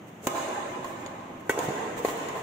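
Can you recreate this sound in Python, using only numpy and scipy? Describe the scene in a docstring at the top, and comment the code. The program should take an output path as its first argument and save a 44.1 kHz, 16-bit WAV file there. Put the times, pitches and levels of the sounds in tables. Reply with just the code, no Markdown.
"""Two badminton strokes in a big, hard-walled sports hall: noise cracks and decaying sines for the rackets' modes.
The far wall answers each stroke with one dull delayed copy; a long decaying noise tail is the hall's reverberation.
Shoes stamp, tap and scuff on the court: struck floor modes with slap and click noise, and swells of friction noise.
Low coloured room noise and a rumble lie underneath."""
import sys
import numpy as np
from scipy import signal
from scipy.fft import rfft, irfft
from scipy.io import wavfile
from scipy.ndimage import uniform_filter1d

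SR = 44100
rng = np.random.default_rng(int(sys.argv[2]) if len(sys.argv) > 2 else 0)


def inscribe(sig):
    """Save sig as 16-bit PCM at rate SR to the path in sys.argv[1].

    A 1-D sig is mono; a 2-D sig holds one channel per row.
    Samples are clipped to [-1, 1] before scaling.
    """
    pcm = np.round(np.clip(np.atleast_2d(sig).T, -1, 1) * 32767)
    wavfile.write(sys.argv[1], SR, pcm.astype(np.int16))


N = 106986
T = np.arange(N) / SR   # time axis, s
WALL_S = .0795   # delay of the far wall's answer
FAST_RISE_S = 0.0012   # onset of the racket cracks and the sole clicks


def from_db(db):
    """Level to amplitude: 20 dB is a factor of ten."""
    return 10 ** (np.asarray(db) / 20)


def at_hz(points, hz):
    """Interpolation on a log-frequency axis, where equal steps are equal musical intervals."""
    f, value = np.transpose(points)
    return np.interp(np.log(np.maximum(hz, 1)), np.log(f), value)


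def diffuse_spectrum():
    """Diffuse field: mixing independent mid and side noise sets the left-right correlation in each band."""
    # Each row: frequency in Hz, left-right correlation (1 is identical, 0 is independent).
    likeness = [(60, 1), (150, 0.99), (380, 0.86), (650, 0.53), (950, 0), (2400, 0), (15000, 0.16)]
    # Left-right balance. Each row: frequency in Hz, left minus right in dB.
    balance = [(100, -1), (300, 1), (900, -2.1), (2000, 0), (4000, 0), (15000, 0)]
    hz = np.arange(N // 2 + 1) * SR / N
    mid, side = rfft(rng.standard_normal((2, N)))
    alike = np.clip(at_hz(likeness, hz), -1, 1)
    common = np.sqrt(1 + alike) * mid
    opposed = np.sqrt(1 - alike) * side * [[1], [-1]]
    lean = from_db(at_hz(balance, hz) / 2 * [[1], [-1]])
    return hz, lean * (common + opposed) / np.sqrt(2)


def noise(spectrum):
    """Spectral shaping: white stereo noise weighted by a colour table, then scaled to rms 1."""
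    hz, white = diffuse_spectrum()
    x = irfft(white * from_db(at_hz(spectrum, hz)), N)
    return x / x.std()


def blow(s, rise, t60):
    """Impact envelope: a linear rise during contact, then exponential decay by 60 dB in t60 seconds."""
    age = np.maximum(T - s, 0)
    return np.minimum(age / rise, 1) * from_db(-60 * np.maximum(age - rise, 0) / t60)


def ring(s, hz, rise, t60):
    """Modal vibration: one damped sine, its phase differing between two spaced microphones."""
    lag = np.array([[.00007], [0]])   # s: the sine reaches the left microphone later
    return blow(s, rise, t60) * np.sin(2 * np.pi * hz * (T - s - lag))


def strokes():
    """Impact excitation: broadband contact noise and racket modes; yields (direct sound, sound into the hall)."""
    # Each row: start in seconds, level of the ringing in dB, crack in dB, crack t60 in seconds,
    # swish in dB, crack's send into the hall in dB relative to the crack.
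    stroke_table = [(0.2692, -21.5, -16.5, 0.034, -40.5, 9.5), (1.4934, -16.5, -23.5, 0.1, -55.5, 9.5)]
    # Modes of frame and strings, one list for each stroke.
    # Each row: frequency in Hz, level in dB relative to the ringing, t60 in seconds, relative hall send in dB.
    rackets = [
        [(260, -14.5, 0.15, 6), (371, -7.5, 0.05, 12), (509, -2.5, 0.034, 7.5), (796, -6, 0.032, 3.5),
         (1049, -9, 0.089, 0.5), (1206, -14, 0.025, 0), (1559, -10, 0.02, 13.5), (2170, -18.5, 0.15, 0),
         (2886, -17.5, 0.038, 9.5)],
        [(286, -15, 0.11, 2), (407.4, 1.5, 0.021, 3.5), (520, -5.5, 0.019, 7.5), (881, -4, 0.014, 5),
         (1514, -1, 0.037, -7), (1773, -6.5, 0.0069, -3), (1943, -8, 0.07, -7), (2225, -13, 0.14, -7),
         (2740, -21, 0.094, -8.5), (3250, -20, 0.065, -2.5)],
    ]
    # Colour of the cork meeting the strings. Each row: frequency in Hz, relative level in dB per Hz.
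    crack_colour = [(60, -15.5), (250, -2), (450, 2), (1600, -5.5), (3200, -12), (4900, -22.5), (7000, -8),
                    (8900, -17), (10000, -17.5), (12000, -19.5), (15000, -15.5)]
    # Colour of the swish of the swing. Each row: frequency in Hz, relative level in dB per Hz.
    swish_colour = [(100, -25), (450, 14), (900, 0), (1500, -3), (5000, -14), (7000, 1), (9000, -11),
                    (15000, -10)]
    contact_s, swish_width_s = 0.0041, 0.026   # rise of the modes, 1/e half-width of the swish
    crack, air = noise(crack_colour), noise(swish_colour)
    for (s, ring_db, crack_db, crack_t60, swish_db, crack_hall_db), modes in zip(stroke_table, rackets):
        hit = from_db(crack_db) * crack * blow(s, FAST_RISE_S, crack_t60)
        sent = from_db(crack_hall_db) * hit
        for k, (hz, db, t60, hall_db) in enumerate(modes):
            polarity = (-1) ** k
            mode = polarity * from_db(ring_db + db) * ring(s, hz, contact_s, t60)
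            hit = hit + mode
            sent = sent + from_db(hall_db) * mode
        # the swish peaks shortly before the impact
        swell = np.exp(-((T - s + swish_width_s / 2) / swish_width_s) ** 2)
        swish = from_db(swish_db) * air * swell
        yield hit + swish + wall_echo(hit), sent


def wall_echo(x):
    """Specular reflection: one delayed, weaker copy, without the deep bass and the treble."""
    band_hz = [302, 1000]
    band_pass = signal.butter(2, band_hz, "band", fs=SR, output="sos")
    dull = signal.sosfilt(band_pass, x + 1e-18)   # the offset keeps the filter clear of denormal numbers
    return from_db(-7) * np.array([np.interp(T - WALL_S, T, side, left=0) for side in dull])


def steps():
    """Structure-borne and airborne impact: floor modes, air slap, sole click; yields (direct, into the hall)."""
    # Each row: start in seconds, thud in dB, thud pitch in Hz, base t60 in seconds,
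    # tilt of the floor modes in dB per octave above the thud pitch, slap in dB, sole click in dB,
    # click brightness in dB per octave, send into the hall in dB relative to the step.
    step_table = [(0.501, -31, 510, 0.028, 0, -42, -61, -3, -8),
                  (0.594, -32, 374.5, 0.085, -13, -40, -64, 0, -11),
                  (0.843, -35.5, 454.4, 0.054, 9.5, -34, -43, 3, 1.5),
                  (1.0613, -37.5, 398, 0.015, 7, -68, -37.5, -5, -14),
                  (1.5885, -18, 472, 0.027, -13, -56, -29, 2, 3),
                  (1.68, -26.5, 140.5, 0.074, 1, -56, -63, 0, -11),
                  (1.685, -27.5, 317, 0.026, 7.5, -51, -40, 0, 1),
                  (2.047, -12.5, 457.6, 0.022, -2, -24.5, -35, 3, 0.5),
                  (2.0845, -22, 441, 0.032, 0, -31.5, -41, -9, -1),
                  (2.172, -32, 400, 0.036, 0, -47, -44, 17, -17),
                  (2.285, -36, 353, 0.019, 8, -36, -37, 0, 4),
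                  (2.352, -38, 437, 0.066, 12.5, -36, -68, -6, -14)]
    # Modes of the sprung wooden floor under a foot.
    # Each row: multiple of the thud pitch, level in dB relative to the thud, multiple of the base t60.
    floor_modes = [(.66, -19, 2.1), (1, -1.5, 1.48), (1.5, -6, 1.15), (2.35, -10.5, 2.3)]
    # Colour of the slap of air. Each row: frequency in Hz, relative level in dB per Hz.
    slap_colour = [(60, -18), (250, 0), (420, 9.5), (700, 14.5), (1080, 8.5), (1350, 0.5), (2000, 6.5),
                   (3000, -17), (4200, -5), (6000, -32), (15000, -17.5)]
    # Colour of the sole click before its brightness. Each row: frequency in Hz, relative level in dB per Hz.
    click_colour = [(300, -41), (2000, -1), (3300, 5.5), (4700, 0.5), (5800, -7), (6900, 17), (7900, -5),
                    (12000, -3), (13300, -9), (15000, -7)]
    step_rise_s, slap_t60_s, click_t60_s = 0.0025, 0.092, 0.046
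    slap = noise(slap_colour)
    for s, thud_db, hz, t60, tilt_db, slap_db, click_db, bright_db, hall_db in step_table:
        click = noise([(f, db + bright_db * np.log2(f)) for f, db in click_colour])
        boards = 0
        for k, (ratio, db, stretch) in enumerate(floor_modes):
            level = (-1) ** k * from_db(db + tilt_db * np.log2(ratio))   # alternating polarity
            boards = boards + level * ring(s, hz * ratio, step_rise_s, t60 * stretch)
        step = from_db(thud_db) * boards
        step = step + from_db(slap_db) * slap * blow(s, step_rise_s, slap_t60_s)
        step = step + from_db(click_db) * click * blow(s, FAST_RISE_S, click_t60_s)
        yield step, from_db(hall_db) * step


def scuffs():
    """Sliding friction: many tiny contacts add up to bright noise, here in Gaussian swells."""
    # Soles and clothes brushing. Each row: centre in seconds, level in dB, 1/e half-width in seconds.
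    scuff_table = [(0.085, -56.5, 0.019), (0.71, -56.5, 0.042), (0.887, -49, 0.05), (1.01, -58, 0.025),
                   (1.407, -55, 0.0082), (1.643, -39.5, 0.027), (1.986, -40, 0.017), (2.087, -37.5, 0.049),
                   (2.381, -48, 0.037)]
    # Colour of the friction noise. Each row: frequency in Hz, relative level in dB per Hz.
    friction_colour = [(500, 16.5), (3000, 13), (4800, 1), (7000, 13.5), (9000, 6.5), (12000, 1),
                       (15000, 9.5)]
    swells = sum(from_db(db) * np.exp(-((T - s) / width) ** 2) for s, db, width in scuff_table)
    return noise(friction_colour) * swells


def hall(x):
    """Reverberation: convolution with a noise impulse response whose bands decay sooner in the treble."""
    # Decay of the hall. Each row: band centre in Hz, t60 in seconds.
    decays = [(100, 22.5), (400, 4), (1000, 4), (2500, 3.5), (7000, 2), (15000, 1)]
    # Colour of the tail before decay. 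Each row: frequency in Hz, relative level in dB.
    tail_colour = [(60, -16.5), (150, -13), (220, -7), (290, -7), (380, -1.5), (490, -1.5), (700, 1.5),
                   (920, 3), (1050, 6), (1250, -1), (2000, 2), (3200, -1), (5000, -2), (7000, -2.5),
                   (10000, -6), (15000, -7)]
    hz, white = diffuse_spectrum()
    white = white * from_db(at_hz(tail_colour, hz))
    centres = np.array(decays)[:, 0]
    tail = 0
    for (_, t60), band in zip(decays, np.eye(len(centres))):
        share = at_hz(np.transpose([centres, band]), hz)   # triangular, overlapping bands
        tail = tail + irfft(white * share, N) * from_db(-60 * T / t60)
    # the tail is thinner until the far wall answers: its gain climbs from -6.75 to -2.25 dB
    build_s = 0.012
    filled = .5 + .5 * np.tanh((T - WALL_S) / build_s)
    build_up = from_db(-4.5 * (1.5 - filled))
    tail = roughen(tail) * build_up * 2 / np.sqrt(SR)
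    return signal.fftconvolve(x, tail, axes=1)[:, :N]


def roughen(tail):
    """Random gain texture: smoothed random gains make the reverberation tail slightly patchy in time and frequency."""
    spread_db = 2.5   # standard deviation of the gains
    cells = signal.stft(tail, SR, nperseg=512)[2]
    chance = uniform_filter1d(rng.standard_normal(cells.shape[1:]), size=7, axis=1)   # along time
    chance = uniform_filter1d(chance, size=2, axis=0)   # along frequency
    gain = from_db(spread_db * chance / chance.std())
    gain = gain / np.sqrt(np.mean(gain ** 2, axis=1, keepdims=True))   # mean square 1 in each bin
    return signal.istft(cells * gain)[1][:, :N]


def room_noise():
    """Stationary background: a diffuse noise of fixed colour whose level drifts slowly."""
    # Each row: frequency in Hz, relative level in dB per Hz.
    room_colour = [(15, -72), (25, -47), (60, -30), (90, -9), (110, -5.5), (135, -5.5), (170, -3.5),
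                   (280, -4), (400, -9.5), (800, -12), (1450, -19.5), (2060, -21), (3000, -25.5),
                   (4900, -44), (6600, -31.5), (9000, -45.5), (15500, -40)]
    # Each row: time in seconds, level in dB.
    room_level = [(0, -45.5), (1.4, -46), (1.9, -42.5), (2.43, -44)]
    return noise(room_colour) * from_db(np.interp(T, *np.transpose(room_level)))


def rumble():
    """Low-frequency noise as someone walks close by: a fixed colour under a slow level envelope."""
    # Each row: frequency in Hz, relative level in dB per Hz.
    rumble_colour = [(25, -43), (70, -36), (110, -11.5), (135, -3), (190, -5), (300, -0.5), (900, -19),
                     (4000, -64)]
    # Each row: time in seconds, level in dB.
    rumble_level = [(0, -67), (1.45, -57.5), (1.7, -42), (2.05, -46), (2.43, -52)]
    return noise(rumble_colour) * from_db(np.interp(T, *np.transpose(rumble_level)))


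def scene():
    """Superposition: direct play on the court, its reverberation and the background add linearly."""
    direct, sent = (sum(part) for part in zip(*strokes(), *steps()))
    brush = scuffs()
    reverberation = hall(sent + from_db(10) * brush)   # scuffs enter the hall at +10 dB
    return direct + brush + reverberation + room_noise() + rumble()


def record(dry):
    """Band limiting: a steep elliptic low-pass removes the top."""
    low_pass = signal.ellip(10, .1, 80, 15550, fs=SR, output="sos")   # order, ripple dB, stop dB, Hz
    return signal.sosfilt(low_pass, dry)


dry = scene()
out = record(dry)
inscribe(out)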